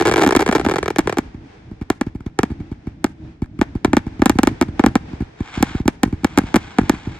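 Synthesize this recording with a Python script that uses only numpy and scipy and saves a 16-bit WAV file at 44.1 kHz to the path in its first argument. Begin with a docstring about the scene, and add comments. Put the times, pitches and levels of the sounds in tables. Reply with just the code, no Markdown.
"""A volley of small salutes opens a fireworks finale, heard across an open field at night. Big shells then burst
high up; each bang is a blast wave with a ground echo and a trail of hiss. Dull thuds are mortars lifting new
shells, each with a short tube ring. Noise pops make the crackling stars; echoes of the bangs merge into a wash
and a rumble of noise. The recorder delays the bass behind the treble, so every bang sweeps downward."""
import sys
import numpy as np
from scipy import signal
from scipy.fft import rfft, irfft
from scipy.io import wavfile
from scipy.ndimage import uniform_filter1d

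SR = 44100
rng = np.random.default_rng(int(sys.argv[2]) if len(sys.argv) > 2 else 0)


def undo_db(level):
    """Turn decibels back into plain size, where 20 dB means ten times bigger."""
    steps = np.asarray(level, float) / 20
    return 10 ** steps


def materialize(psi):
    """Save the field psi as 16-bit PCM at rate SR to the path in sys.argv[1].

    A 1-D psi becomes a single channel; in a 2-D psi each row is a channel.
    """
    bounded = np.clip(np.atleast_2d(psi).T, -1, 1)
    quanta = np.round(bounded * 32767).astype(np.int16)
    wavfile.write(sys.argv[1], SR, quanta)


N = 317079  # samples in the scene
SIZE = N + 2 ** 15  # filter length, with room for tails
HZ = np.fft.rfftfreq(SIZE, 1 / SR) + 1e-3
SIDES = np.array([[1], [-1]])  # left, right

# big shells: [t/s, blast level/dB, ground echo delay/ms, upward shift of the treble limit/dB]
SHELL_BURSTS = [(0.264, 2, 3.3, 1), (0.2748, -0.0, 3.4, 7.5), (0.3636, 2.5, 3, 11), (0.4895, 1.3, 4, -1.5),
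                (0.6635, 0.9, 3.2, -4), (0.9852, 1, 3.38, 7), (0.9915, 1, 3.1, 7), (1.1849, -1, 3.34, 6.5),
                (1.9016, 1.5, 2.76, 5.5), (2.012, -1.9, 3.43, 1.5), (2.3895, 3, 2.22, 2),
                (2.4324, -0.2, 4.1, 2.5), (3.0432, 1, 3.17, 7), (3.6139, 3.5, 3.22, -2),
                (3.8473, 4.5, 2.91, -0.5), (3.9325, 4, 3.24, -2.5), (3.9685, 4.5, 3.28, 0.5),
                (4.2197, 5, 3.22, -4), (4.2587, 3.5, 3.7, 16), (4.2962, 4, 3.2, 11), (4.3876, 4, 3.7, 0.5),
                (4.4327, 2.5, 3.33, 12), (4.4726, 3.5, 3.17, 4.5), (4.613, 3, 3.1, 3.5),
                (4.6245, -3, 3.1, 0.5), (4.7948, 3.5, 3.22, -5.5), (4.839, 5.5, 3.74, -7.5),
                (4.8625, 3.5, 3.4, 5.5), (4.9549, 4, 3.77, 1), (5.6267, 3.5, 3.65, 13),
                (5.8791, 3, 3.24, 7), (6.0332, 3.5, 3.72, 8.5), (6.2456, 3, 3.47, 4.5),
                (6.3756, 5, 3.17, 3.5), (6.386, 1.5, 3.6, 9.5), (6.5426, 4, 3.2, -2),
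                (6.559, 3.5, 3.76, 4.5), (6.5648, -2.5, 3.26, 15), (6.7856, 5.5, 4.02, -3.5),
                (6.8958, 4.5, 3.25, 7)]
# small salutes, lower in the sky: [t/s, blast level/dB, ground echo delay/ms]
SALUTE_BURSTS = [(0.0003, -4.5, 2.2), (0.0092, -4, 2.7), (0.0119, -2, 2.5), (0.0235, -2.5, 1.94),
                 (0.0535, 0.5, 2), (0.0575, -0.5, 1.7), (0.0624, -2, 2.2), (0.0718, 2, 1.75),
                 (0.0798, 1.5, 1.87), (0.0883, -1.5, 2.53), (0.096, -2, 1.5), (0.1136, 1.5, 1.57),
                 (0.1222, -1.5, 1.5), (0.1386, 1.5, 1.75), (0.1597, -0.5, 2.3), (0.1689, -2.5, 1.5),
                 (0.1776, -3, 1.65), (0.1806, 2.5, 1.86), (0.187, -4.5, 1.9), (0.1946, 0, 1.9),
                 (0.2066, -4.5, 2), (0.2125, -2.5, 2.7), (0.217, 0.5, 1.5), (0.222, 0.5, 2.36),
                 (0.232, -3, 2.3), (0.2357, 4, 1.33), (0.239, -0.5, 2.4), (0.248, -2, 2.8),
                 (0.2907, -1.5, 2), (0.308, -2, 1.73), (0.3233, 1.5, 1.84), (0.3265, -2, 1.4),
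                 (0.3509, 4.5, 1.66), (0.3677, -3, 2.2), (0.3926, -3, 2.15), (0.3964, -3, 2.1),
                 (0.4053, -4, 2), (0.4087, -1.5, 1.75), (0.421, -2.5, 2.36), (0.426, -4, 1.8),
                 (0.463, -1, 1.77), (0.4775, -3, 1.54), (0.5134, -3, 1.3), (0.5256, 0.5, 1.64),
                 (0.529, -2.5, 1.4), (0.5509, 3, 2), (0.5576, -1.2, 2.07), (0.5635, -2.5, 2.9),
                 (0.5822, -7, 1.4), (0.597, -2.9, 2.5), (0.6123, -9.5, 1.35), (0.6463, -13, 1.5),
                 (0.6495, -1.5, 1.35), (0.687, -2.5, 1.9), (0.6969, -3, 1.7), (0.7126, -1.5, 1.57),
                 (0.718, -5.5, 2.1), (0.7383, -5, 2.3), (0.759, -1, 1.43), (0.765, -6.5, 1.54),
                 (0.784, -4, 2), (0.829, -2.5, 1.63), (0.8589, -5.5, 1.67), (0.8802, -1, 1.57),
                 (0.904, -5, 2.06), (0.961, -4.5, 1.53), (1.0736, 1.4, 1.8), (1.0956, -2.5, 1.56),
                 (1.1255, -3.5, 1.57), (1.1711, -3.5, 2.4)]
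# mortar lift charges: [t/s, blast level/dB before the treble and bass are cut]
LIFT_CHARGES = [(1.0568, 7), (1.3441, 3.5), (1.713, 5), (1.813, 11), (2.066, 12.5), (2.1499, 9.5),
                (2.2032, 1.5), (2.262, 12), (2.502, 8), (2.515, 9.5), (2.6017, 7), (2.715, 10), (2.87, 11),
                (3.4198, 16.5), (3.5898, 12.5), (3.7523, 15.5), (3.8767, 10), (4.0657, 12.5), (4.194, 13),
                (4.354, 15), (4.5116, 8), (4.684, 10.5), (4.879, 11.5), (4.9153, -2), (5.1315, 8.5),
                (5.2042, 14.5), (5.2197, 11.5), (5.4042, 15.5), (5.573, 14), (5.604, 13), (5.7068, -1),
                (5.7477, 16.5), (5.7999, 15), (5.8551, 16), (6.0576, 12.5), (6.0753, 10), (6.1267, 16),
                (6.137, 4), (6.2333, 10.5), (6.413, 8), (6.4353, 10), (6.6404, -3), (6.8104, 14),
                (6.831, 11), (6.9348, 10), (7.07, 12)]
# blast shapes: [decay/ms, treble limit f/Hz before any brightness shift, echo share as a factor,
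#   echo dullness f/Hz, bass knee f/Hz, knee Q, hiss level/dB before filtering,
#   hiss t60/s, hiss top f/Hz before any brightness shift]
SHELL_SHAPE = (21, 5496, 0.9036, 1228, 240, 1.32, -17.5, 0.07, 1505)
SALUTE_SHAPE = (2, 5998, 1.04, 606, 328, 1.32, -13.5, 0.04, 4000)
# the lift blast is split in two: the first six columns above, then the three for hiss
LIFT_SHAPE = (4.8, 90., .44, 4700., 231., 1.33)
LIFT_HISS_SHAPE = (-45, 0.1, 1640)
LIFT_ECHO_MS = 3.0
# short modes of the mortar tube: [f/Hz, level against the listed lift level/dB, t60/s]
TUBE_MODES = [(905, -40.5, 0.009), (2200, -56.5, 0.015), (4620, -60, 0.014)]
# trees and buildings scatter the bangs back: [delay/ms, t60/s, level/dB, low f/Hz, high f/Hz]
SCATTERERS = [(1.54, 0.014, -18, 720, 6000), (18.9, 0.12, -27.5, 770, 6900), (27.5, 0.26, -37.5, 42, 10000)]
# showers of crackling stars: [start t/s, length/s, level/dB before flicker and body, fade while burning/dB per s]
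STAR_SHOWERS = [(5.362, 0.48, -38, 28), (6.147, 1.15, -46, 1)]
# spectra of the crackle, the echo wash and the rumble: [f/Hz, relative level per Hz/dB]
CRACKLE_SPECTRUM = [(240, -54), (500, 3.5), (800, 3), (1100, 1.5), (1600, -3.5), (2400, -2.5), (3300, -3),
                    (4400, -9), (5200, -13), (8300, -25.5), (10000, -46), (11500, -87)]
WASH_SPECTRUM = [(240, -30), (420, 5), (1000, -8), (1700, -12), (2500, -12.5), (5000, -23), (9000, -44),
                 (11000, -88)]
RUMBLE_SPECTRUM = [(12, -42), (20, -16.5), (59, 2), (155, -2.5), (225, -6), (325, -2), (414, -37.5),
                   (600, -15), (780, -44), (1320, -120)]
# far echoes: [level against the power of the bangs/dB, build-up/s, t60/s, steady level/dB,
#   level of bangs just before the start/dB, before the first column lowers it]
WASH_ECHO_SETTINGS = (-31.5, 0.2, 3.5, -63, -5.5)
RUMBLE_ECHO_SETTINGS = (-20, 0.03, 1.2, -48, -14)
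# the recorder's phase-turning filter sections: [f/Hz, Q]
PHASE_TURNS = [(120., 1.1), (181., .09), (526., 1.56), (940., .14), (1461., .95)]
# the recorder's colour: [f/Hz, level/dB]
MIC_COLOUR = [(400, 1.5), (560, -7.5), (800, 3.5), (1150, -0.5), (1600, 4), (2350, 2), (2850, -1),
              (3400, 1), (4500, 0), (6000, 5.5), (8000, 6), (9300, 10.5), (10500, 5), (12000, 8),
              (14500, 4), (16400, -3)]
# phase between the two ports: [f/Hz, lead of the left/rad, faded out below 200 Hz in record()]
PORT_PHASE = [(0, 0), (1550, 0.2), (1810, 1.6), (2150, 6.5), (2670, 8.2), (4310, 6.9), (5770, 8.9),
              (6370, 8.6), (6890, 7.0), (9820, 3.6), (11400, 2.7), (12500, 0.8), (15600, -1.4),
              (16200, -1.9)]
# level between the two ports: [f/Hz, left minus right level/dB]
PORT_BALANCE = [(60, 0.5), (110, -1), (200, -0.5), (380, -0.2), (700, 0.9), (1290, 1.0), (2380, 1.5),
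                (4400, -2), (8120, -1), (15000, 1)]
TOP_HZ = 16600  # the recorder passes nothing above this

# the salutes dull as the volley goes on, each a little unlike the next
SALUTE_BRIGHT_DB, SALUTE_DULLING_DB_PER_S, SALUTE_SPREAD_DB = -0.64, 2, 1.5
STARS_CATCH_S, STARS_DIE_S = 0.18, 0.063
APART_TOP_HZ = 6500  # the hiss differs at the two ports mainly below this


def read(table, hz=HZ):
    """Reads a (frequency, value) table at every frequency, joined on a log axis."""
    at, value = np.transpose(table)
    return np.interp(np.log(hz), np.log(at + 1), value)


def coloured(x, table):
    """Filters x by the curve of a table and brings it to rms 1."""
    y = irfft(rfft(x, SIZE) * undo_db(read(table)), SIZE)[..., :N]
    return y / y.std()


def walk(rate):
    """A smooth random curve: values held for 1 / rate seconds, slewed twice; its rms is about 1.5."""
    hold = int(SR / rate)
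    steps = np.repeat(rng.standard_normal(N // hold + 1), hold)
    return 2.05 * uniform_filter1d(uniform_filter1d(steps, hold), hold)[:N]


def echo_level(bangs, echo):
    """Level in dB of echoes that build up after every bang and die away onto a steady bed."""
    below_db, build_s, t60, steady_db, before_db = echo
    t = np.arange(N) / SR
    fade = np.exp(-2 * np.log(1000) * t / t60)  # doubled, as it acts on power
    reply = fade * (1 - np.exp(-t / build_s))
    power = signal.fftconvolve(np.mean(bangs ** 2, axis=0), reply / reply.sum())[:N]
    power = power + undo_db(before_db) ** 2 * fade
    return 10 * np.log10(undo_db(below_db) ** 2 * np.abs(power) + undo_db(steady_db) ** 2)


def roll(db, spectrum, wide, swell, rate):
    """Far echoes merge into noise that rolls in uneven swells; swell is dB per unit of walk()."""
    mid, side = coloured(rng.standard_normal((2, N)), spectrum)
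    return undo_db(db + swell * walk(rate)) * (mid + wide * side * SIDES)


def showers():
    """Level in dB of the stars: each shower catches light, burns down and dies out."""
    t, gain = np.arange(N) / SR, 1e-6
    for start, length, db, fade_db in STAR_SHOWERS:
        catch = np.clip((t - start) / STARS_CATCH_S, 0, 1) ** 1.05
        die = np.clip((start + length - t) / STARS_DIE_S, 0, 1)
        burn = undo_db(db - fade_db * np.maximum(t - start - STARS_CATCH_S, 0))
        gain = gain + catch * die * burn
    return 20 * np.log10(gain)


def crackle(db, body_db, per_s=4500., spread=1.8, wide=0.3):
    """Thousands of tiny star pops a second, of uneven size, spread left and right, with a flickering level."""
    happens = rng.random((2, N)) < per_s / SR
    pops = happens * rng.standard_normal((2, N))
    pops = pops * undo_db(spread * rng.exponential(size=(2, N)))
    small = coloured(pops, CRACKLE_SPECTRUM)
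    # a band of the same pops, added on top, gives them body
    band = signal.butter(1, [1100., 2600.], "bandpass", fs=SR, output="sos")
    mid, side = small + undo_db(body_db) * signal.sosfilt(band, small)
    return undo_db(db + 1.3 * walk(30.)) * (mid + wide * side * SIDES)


def scatter(bangs):
    """Trees and buildings return fading swarms of echoes, unlike at the two ports."""
    t = np.arange(SR) / SR
    reply = 0
    for delay_ms, t60, db, low_hz, high_hz in SCATTERERS:
        fade = np.exp(-np.log(1000) * t / t60)
        swarm = rng.standard_normal((2, SR)) * (t > delay_ms / 1000) * fade
        # the echoes arrive in clumps
        swarm = swarm * undo_db(3.5 * walk(95.7)[:SR])
        band = signal.butter(2, [low_hz, high_hz], "bandpass", fs=SR, output="sos")
        swarm = signal.sosfilt(band, swarm)
        reply = reply + undo_db(db) * swarm / np.sqrt(np.sum(swarm ** 2, axis=1, keepdims=True))
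    return signal.fftconvolve(bangs.mean(axis=0, keepdims=True), reply, axes=1)[:, :N]


def tube(s, db):
    """Every lift charge strikes a few short decaying sine modes of the mortar tube."""
    t = np.arange(SR // 10) / SR
    ring = 0
    for hz, ring_db, t60 in TUBE_MODES:
        ring = ring + undo_db(ring_db) * np.sin(2 * np.pi * hz * t) * np.exp(-np.log(1000) * t / t60)
    strikes = np.bincount((s * SR).astype(int), undo_db(db), N)
    return signal.fftconvolve(strikes, ring)[:N]


def blasts(s, db, echo_ms, bright_db, shape, spread_ms):
    """Pressure jumps, decays and undershoots; the ground returns a duller copy; turbulence trails a ragged hiss."""
    decay_ms, loss_hz, share, dull_hz, knee_hz, q, rag_db, rag_t60, rag_hz = shape
    size = 4096  # samples per bang
    hz, t = np.fft.rfftfreq(size, 1 / SR), np.arange(size) / SR
    jw, knee = 2j * np.pi * hz, 1j * hz / knee_hz
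    thin = knee ** 2 / (knee ** 2 + knee / q + 1)  # cuts the bass below the knee
    out = np.zeros((2, N + 2 * size))
    for k in range(len(s)):
        i = int(s[k] * SR) - 64  # starts a little early, to leave room before the jump
        wave = SR * jw / (jw + 1000 / decay_ms) ** 2
        wave = wave / (1 + 1j * hz / (loss_hz * undo_db(bright_db[k]))) ** 2
        wave = wave * (1 + share * np.exp(-jw * echo_ms[k] / 1000) / (1 + 1j * hz / dull_hz))
        # the hiss comes in clumps about 1.5 ms long
        clumps = undo_db(5.95 * np.repeat(rng.standard_normal(64), 64))
        ragged = np.exp(-np.log(1000) * t / rag_t60) * clumps
        near, apart = rfft(rng.standard_normal((2, size)) * ragged)
        rag = near + 0.39 * apart * SIDES / (1 + (hz / APART_TOP_HZ) ** 8)
        rag = undo_db(rag_db) * rag / (1 + 1j * hz / 3100.0) ** 2
        rag = rag / (1 + 1j * hz / (rag_hz * undo_db(0.31 * bright_db[k])))
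        # each bang comes from its own bearing, so one port hears it a little sooner
        delay = s[k] - i / SR + spread_ms / 1000 * rng.standard_normal() * SIDES / 2
        bang = irfft((wave + rag) * thin * np.exp(-jw * delay))
        out[:, size + i:2 * size + i] += undo_db(db[k]) * bang
    return out[:, size:size + N]


def scene():
    """Adds up the bangs, their scattered echoes, the crackling stars and the background."""
    s, db, echo_ms, bright_db = np.transpose(SHELL_BURSTS)
    aloft = blasts(s, db, echo_ms, bright_db, SHELL_SHAPE, spread_ms=0.0061)
    s, db, echo_ms = np.transpose(SALUTE_BURSTS)
    bright_db = SALUTE_BRIGHT_DB - SALUTE_DULLING_DB_PER_S * s
    bright_db = bright_db + SALUTE_SPREAD_DB * rng.standard_normal(len(s))
    aloft = aloft + blasts(s, db, echo_ms, bright_db, SALUTE_SHAPE, spread_ms=0.013)
    s, db = np.transpose(LIFT_CHARGES)
    lifts = blasts(s, db, LIFT_ECHO_MS + 0 * s, 0 * s, LIFT_SHAPE + LIFT_HISS_SHAPE, spread_ms=0.015)
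    bangs = aloft + lifts + tube(s, db)
    wash = roll(echo_level(aloft, WASH_ECHO_SETTINGS), WASH_SPECTRUM, wide=1.0, swell=1.5, rate=14.)
    rumble = roll(echo_level(bangs, RUMBLE_ECHO_SETTINGS), RUMBLE_SPECTRUM, wide=0.093, swell=2.2, rate=20.)
    stars = crackle(showers(), body_db=-3.5)
    return bangs + scatter(bangs) + wash + rumble + stars


def band_limit(x):
    """A steep low-pass at the top of the band."""
    return signal.sosfilt(signal.butter(12, 16650, fs=SR, output="sos"), x)


def record(dry):
    """The ports differ in phase and level; filter sections delay the bass; the loudest peaks are rounded off."""
    lead = read(PORT_PHASE) * np.minimum(HZ / 200, 1)
    gain = undo_db(read(MIC_COLOUR) + SIDES * read(PORT_BALANCE) / 2) * (HZ < TOP_HZ)
    gain = gain * np.exp(1j * (SIDES - 1) / 2 * lead)  # turns the right port only
    for hz, q in PHASE_TURNS:
        z = 1j * HZ / hz
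        gain = gain * (z ** 2 - z / q + 1) / (z ** 2 + z / q + 1)
    heard = irfft(rfft(dry, SIZE) * gain, SIZE)[:, :N]
    rounded = heard / (1 + np.abs(heard) ** 8) ** (1 / 8)
    return band_limit(rounded)


dry = scene()
out = record(dry)
materialize(out)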